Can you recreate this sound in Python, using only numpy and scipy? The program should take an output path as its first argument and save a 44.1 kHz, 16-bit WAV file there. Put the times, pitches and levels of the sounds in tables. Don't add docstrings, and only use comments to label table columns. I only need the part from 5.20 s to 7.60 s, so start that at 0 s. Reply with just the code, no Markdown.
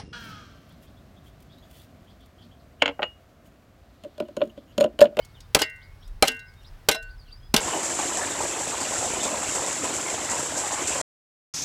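import sys
import numpy as np
from scipy import signal
from scipy.fft import rfft, irfft, next_fast_len
from scipy.io import wavfile
from scipy.ndimage import map_coordinates

SR = 44100
rng = np.random.default_rng(int(sys.argv[2]) if len(sys.argv) > 2 else 0)


def generate_wav(sig):
    pcm = np.round(np.clip(np.atleast_2d(sig).T, -1, 1) * 32767).astype(np.int16)
    wavfile.write(sys.argv[1], SR, pcm)


def voltage_ratio(decibels):
    exponent = np.asarray(decibels, float) / 20
    return 10 ** exponent


N = 106060


def unit(x):
    return x / np.sqrt(np.mean(x ** 2) + 1e-20)


def filtered(x, response):
    size = next_fast_len(len(x) + 8192)
    hz = np.fft.rfftfreq(size, 1 / SR)
    return irfft(rfft(x, size) * response(hz), size)[:len(x)]


def noise(points):
    freq_hz, level_db = np.transpose(points)
    colour = lambda hz: voltage_ratio(np.interp(np.log(hz + 1), np.log(freq_hz), level_db))
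    return unit(filtered(rng.standard_normal(N), colour))


def wobble(rate_hz):
    knots = rng.standard_normal(int(N * rate_hz / SR) + 4)
    return map_coordinates(knots, [np.arange(N) * rate_hz / SR])


def peak(hz, width_hz):
    return lambda f: 1j * f * width_hz / (hz * hz - f * f + 1j * f * width_hz)


def seconds(count):
    return np.arange(count) / SR


def fade(level_db, t, t60_s):
    return voltage_ratio(level_db - 60 * t / t60_s)


def sine(hz, t):
    return np.sin(2 * np.pi * hz * t)


def onset(t, rise_s):
    return 1 - np.exp(-t / rise_s)


def add(track, start_s, sound):
    part = track[round(start_s * SR):][:len(sound)]
    part += sound[:len(part)]


def echoes(x, t60_s):
    t = seconds(SR // 3)
    tail = rng.standard_normal(len(t)) * fade(0, t, t60_s)
    return signal.fftconvolve(x, tail / np.linalg.norm(tail))[:N]


# freq_hz, level_db (per Hz)
AIR_COLOUR = [(150, -33.5), (220, -3), (700, -3), (1600, -6), (2600, -12), (5000, -15.5), (7000, -22),
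              (16000, -24)]
# time_s, level_db
WIND_GUSTS = [(0, -56), (.3, -53.5), (.6, -60.5), (.68, -42), (.97, -40.5), (1.08, -61), (1.25, -51),
              (1.45, -54), (1.56, -41), (1.68, -59), (1.8, -49.5), (1.95, -42), (2.15, -45), (2.4, -44)]
# freq_hz, level_db
WIND_COLOUR = [(15, -34.5), (30, 14), (60, 2), (100, -3), (160, -49.5), (260, -38), (500, -67.5)]


def outdoors():
    t = seconds(N)
    duck_db, recovery_s = -9.5, 0.16
    duck = sum(duck_db * (t > blow_s) * np.exp(-np.abs(t - blow_s) / recovery_s) for blow_s, *_ in JABS)
    hiss = voltage_ratio(-60 + 1.1 * wobble(3.8)) * noise(AIR_COLOUR)
    traffic = peak(94, 68)
    drone = voltage_ratio(-53) * unit(filtered(rng.standard_normal(N), lambda f: traffic(f) ** 2))
    gusts = voltage_ratio(np.interp(t, *np.transpose(WIND_GUSTS)))
    wind = gusts * unit(voltage_ratio(2.5 * wobble(12)) * noise(WIND_COLOUR))
    return voltage_ratio(duck) * (hiss + drone) + wind


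# start_s, length_s, from_hz, middle_hz, to_hz
NEAR_NOTES = [
    (.0, .05, 2900, 3100, 3500),
    (.14, .035, 3700, 3400, 2700),
    (.81, .05, 2900, 3400, 3750),
    (1.405, .04, 3200, 2750, 2800),
    (1.44, .04, 2800, 4600, 5000),
    (1.885, .04, 2900, 4700, 4300),
    (2.05, .055, 3600, 2850, 2700),
    (2.1, .03, 2800, 3900, 4700),
    (.835, .02, 4300, 4900, 4800),
]
# start_s, length_s, from_hz, middle_hz, to_hz
FAR_NOTES = [(.012, .035, 3600, 4900, 3700), (.085, .025, 4300, 4600, 3800), (.205, .03, 3200, 4900, 3600),
             (.232, .025, 3500, 3650, 3700), (.605, .03, 2750, 3600, 5300), (.635, .025, 4000, 4700, 4800),
             (.8, .035, 5800, 5400, 5900), (.82, .03, 2800, 4200, 5000), (.85, .03, 5700, 5100, 4600),
             (.855, .06, 3750, 3820, 3830), (1.255, .045, 4700, 5200, 4700),
             (1.355, .065, 3700, 3700, 3700), (1.465, .03, 5900, 5200, 4000), (1.97, .08, 5500, 4600, 4150),
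             (2.06, .04, 3900, 4300, 5400), (2.14, .2, 5100, 5000, 5000), (2.195, .09, 3000, 3350, 3300),
             (1.275, .03, 5200, 4900, 4600), (1.82, .145, 4440, 4440, 4420),
             (1.415, .035, 5900, 5450, 5500)]


def birds():
    out = np.zeros(N)
    accent = [(2.115, .018, 4550, 4680, 4700)]
    sweep_db, octave_db = 4.2, -26
    for notes, level_db in ((NEAR_NOTES, -65), (FAR_NOTES, -69), (accent, -46)):
        for start_s, length_s, *glide_hz in notes:
            u = np.linspace(0, 1, round(length_s * SR))
            pitch_hz = np.polyval(np.polyfit([0, .5, 1], glide_hz, 2), u)
            phase = 2 * np.pi * np.cumsum(pitch_hz) / SR
            swell = np.minimum(5 * np.minimum(u, 1 - u), 1)
            whistle = np.sin(phase) + voltage_ratio(octave_db) * np.sin(2 * phase)
            add(out, start_s, voltage_ratio(level_db + sweep_db * np.ptp(glide_hz) / 1000) * swell * whistle)
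    out = out * voltage_ratio(4.5 * wobble(150))
    return out + echoes(out, .12)


# pitch_hz, t60_s, beat_hz (of the close pair), after_null_db (level after its first null)
BLADE = [(452, .3, .6, -18), (630, .3, .5, -18), (1503, 1.6, 1.95, -18), (1599, .55, .8, -18),
         (1858, .45, .8, -18), (1940, .6, 1.4, -18), (2083, .65, 1.5, -18), (2189, .5, 2.8, 14),
         (2751, .6, 2.5, -20), (2960, .17, .5, -18), (3970, .17, .5, -18), (5220, .13, .5, -18),
         (5920, .15, .5, -18), (7520, .09, .5, -18)]
# jab1_db, jab2_db, jab3_db, jab4_db
STRUCK = [(-45.5, -38, -35, -33.5), (-44, -54.5, -40, -74), (-46.5, -40, -35.5, -38),
          (-42.5, -36, -41.5, -36), (-36.5, -41, -42.5, -46), (-36.5, -48.5, -57, -43),
          (-34.5, -40.5, -56.5, -55), (-40, -45, -64, -37), (-33, -29.5, -32, -34), (-35, -30, -39.5, -28),
          (-42.5, -57.5, -40, -44), (-45.5, -62, -54, -48.5), (-51.5, -56.5, -53, -49),
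          (-51.5, -54.5, -46, -53)]
FREED = [
    .4175,
    1.078,
    1.712,
    2.362,
]


def ring():
    t = seconds(SR * 2 // 3)
    out = np.zeros(N)
    add(out, 0, fade(-56, t, .6) * sine(2187, t))
    pitch_hz, t60_s, beat_hz, after_null_db = np.transpose(BLADE)[:, :, None]
    swing = np.cos(np.pi * beat_hz * t)
    past_null = beat_hz * t > .5
    pair = np.sign(swing) * np.sqrt(np.abs(swing)) * voltage_ratio(after_null_db * past_null)
    clang = 1 + fade(5, t, .07)
    for free_s, level_db in zip(FREED, np.transpose(STRUCK)):
        tones = np.sin(2 * np.pi * (pitch_hz * t + rng.random(pitch_hz.shape)))
        modes = fade(level_db[:, None], t, t60_s) * pair * tones
        add(out, free_s, modes.sum(0) * clang * onset(t, .002))
    return out


# start_s, level_db (peak), colour_hz
GRIT = [(.048, -36, 5650), (0.204, -34, 4300), (0.457, -47.5, 7000), (.496, -41, 7050), (.559, -49.5, 7000),
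        (0.876, -43, 5960), (1.116, -31.5, 5500), (1.145, -44, 7500), (1.164, -42.5, 6000),
        (1.192, -37, 4450), (1.336, -48, 4260), (1.43, -51.5, 7000), (1.534, -46, 2500), (1.784, -50, 6000),
        (1.825, -36, 5000)]


def grit():
    out, t = np.zeros(N), seconds(SR // 10)
    for start_s, level_db, colour_hz in GRIT:
        burst = rng.standard_normal(len(t)) * fade(0, t, .04) * onset(t, 0.0016)
        body = peak(colour_hz, 1.5 * colour_hz)
        add(out, start_s, voltage_ratio(level_db - 3) * filtered(burst, lambda f: body(f) ** 2))
    return out


# start_s, crunch_db, rise_s, t60_s, thud_db
CONTACTS = [(0.347, -8, 0.0016, 0.044, -11), (0.362, -29.5, 0.0049, 0.096, -23.5),
            (0.386, -24, 0.006, 0.19, -37), (.411, -34, .004, 0.031, -22), (0.417, -13, 0.002, 0.035, -20),
            (.43, -26.5, 0.0044, 0.033, -42.5), (1.0239, -6, 0.0011, 0.039, -8.5),
            (1.04, -31.5, 0.0021, 0.048, -25), (1.048, -28, 0.0028, 0.26, -40),
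            (1.072, -24, .005, 0.034, -34.5), (1.0805, -16.5, 0.00055, 0.029, -32.5),
            (1.088, -40.5, 0.0033, .12, -47.5), (1.686, -4, 0.0016, 0.045, -12.5),
            (1.7, -33, 0.0026, .05, -27), (1.71, -25.5, 0.0034, .12, -36), (1.744, -28, 0.004, 0.07, -34.5),
            (2.3392, -11.5, 0.0025, 0.052, -12), (2.362, -17.5, 0.003, 0.033, -25),
            (2.372, -25, 0.0037, 0.183, -28)]


def contacts(levels_db, lasts):
    out, t = np.zeros(N), seconds(SR // 3)
    for (start_s, _, rise_s, t60_s, _), level_db in zip(CONTACTS, levels_db):
        add(out, start_s, fade(level_db, t, lasts * t60_s) * np.minimum(t / rise_s, 1) ** 2)
    return out


# freq_hz, level_db (per Hz)
STONE_COLOUR = [(530, -32.5), (900, -7), (1250, -12), (3110, 7), (9540, 1.5), (15200, -4.5), (16500, -34)]
BRIGHTNESS = [3, -3, -4, -5.5, -2.5, -7.5, -2, -1.5, -9, 7.5, 0.5, -16, -3.5, -6, 0.5, -3.5, -1, 10.5, -6.5]


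def buried_blade():
    low_hz, high_hz, count, q = 1309.7, 12790, 36, 55
    places = (np.arange(count) + .3 * rng.random(size=count)) / count
    dense_hz = np.sort(low_hz * (high_hz / low_hz) ** places)

    def response(f):
        damped = sum(peak(hz, 22 * 2.2 / t60_s)(f) for hz, t60_s, *_ in BLADE)
        plate = sum((-1) ** k * peak(hz, hz / q)(f) for k, hz in enumerate(dense_hz))
        return voltage_ratio(-8.5) * damped + voltage_ratio(-3) * plate
    return response


def crunch():
    stone = unit(voltage_ratio(1.8 * wobble(1500)) * noise(STONE_COLOUR))
    split_hz = 2680
    treble = filtered(stone, lambda f: 1 / (1 + (split_hz / (f + 1)) ** 4))
    crunch_db = np.transpose(CONTACTS)[1]
    low = contacts(crunch_db, 1) * (stone - treble)
    high = contacts(crunch_db + np.array(BRIGHTNESS), 0.63) * treble
    breaking = voltage_ratio(2) * (low + high)
    return breaking + filtered(breaking, buried_blade())


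# freq_hz, level_db
SOIL_COLOUR = [(60, -12.5), (190, -6.5), (300, -4.5), (520, -2.5), (800, -5), (1500, -8), (2600, -14),
               (5000, -43.5)]
# start_s, level_db, pitch_hz
JABS = [
    (0.353, -7.5, 538.4),
    (1.028, -7, 544),
    (1.689, -19.5, 589),
    (2.34, -10.5, 222.7),
]


def thuds():
    t = seconds(SR // 5)
    out = contacts(np.transpose(CONTACTS)[4], 1.15) * noise(SOIL_COLOUR)
    for start_s, level_db, pitch_hz in JABS:
        add(out, start_s, fade(level_db, t, 0.045) * sine(pitch_hz, t) * onset(t, 0.0017))
    return out


# start_s, pitch_hz, level_db, t60_s
CLINKS = [(.349, 3460, -22, .03), (0.35, 4494, -19, .04), (.35, 5685, -20, .04), (0.39, 1516, -30, .08),
          (0.41, 4360, -26, .05), (.418, 2902, -13, .06), (.418, 4930, -16.5, .05), (.42, 7520, -35, .08),
          (.426, 4500, -26, 0.06), (.414, 670, -22, .05), (1.026, 2370, -13.5, .045),
          (1.03, 4110, -11, .025), (1.027, 1536, -19.5, .06), (1.04, 2100, -22.5, .05),
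          (1.03, 7600, -42.5, .06), (1.075, 2900, -16.5, 0.03), (1.085, 3400, -21, .03),
          (1.081, 4100, -21, .025), (1.688, 3000, -13, 0.038), (1.687, 1680, -15.5, .05),
          (1.694, 800, -19, .03), (1.688, 4930, -19, .04), (1.713, 5500, -29.5, .07),
          (1.717, 2100, -25, .1), (1.72, 3970, -25, .05), (1.738, 3970, -32, .15), (1.755, 5240, -40.5, .1),
          (1.75, 657, -33, .15), (2.341, 5600, -25, .04), (2.343, 3214, -24, .04), (2.3635, 2850, -14, .04),
          (2.364, 3600, -17, .04), (1.828, 7520, -54, .08), (1.09, 254, -37.5, .2), (.353, 440, -16.5, .05),
          (.354, 720, -14, .04), (1.03, 780, -14.5, .04), (2.36, 700, -22, 0.031),
          (1.195, 3900, -53.5, 0.17)]


def clinks():
    out, t = np.zeros(N), seconds(SR // 5)
    for start_s, pitch_hz, level_db, t60_s in CLINKS:
        add(out, start_s, fade(level_db, t, t60_s) * sine(pitch_hz, t) * onset(t, .001))
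    return out * voltage_ratio(2.5 * wobble(200))


def pit_walls(blow):
    return voltage_ratio(-6.5) * filtered(echoes(blow, 0.066), lambda f: 1 / (1 + 1j * f / 2500))


# pitch_hz, t60_s
UPPER_MODES = [(2412, .13), (3300, .08), (3472, .13), (3760, .12), (4016, .2), (4328, .09), (4651, .1),
               (4936, .14), (5230, .14), (5593, .12), (6600, .08), (8300, .07)]


def sheet(scrape, ticks):
    t = seconds(N)
    free_for_s = .2
    free = sum((t > free_s) & (t < free_s + free_for_s) for free_s in FREED)
    modes = lambda f: sum(peak(hz, 2.2 / t60_s)(f) for hz, t60_s in UPPER_MODES)
    return filtered(free * scrape + 2 * ticks, modes)


def scene():
    background = outdoors() + birds()
    ticks = grit()
    scrape = crunch()
    blow = scrape + thuds() + clinks()
    steel = ring() + sheet(scrape, ticks)
    return (background + steel + ticks + blow + pit_walls(blow))[None]


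def roll_off(x):
    return signal.sosfilt(signal.butter(12, 17060, fs=SR, output="sos"), x)


def record(dry):
    clip_at = 0.75
    soft = dry[0] / (1 + np.abs(dry[0] / clip_at) ** 4) ** .25
    mix = filtered(soft, lambda hz: hz < 16700)[None]
    return roll_off(mix)


dry = scene()
out = record(dry)
generate_wav(out)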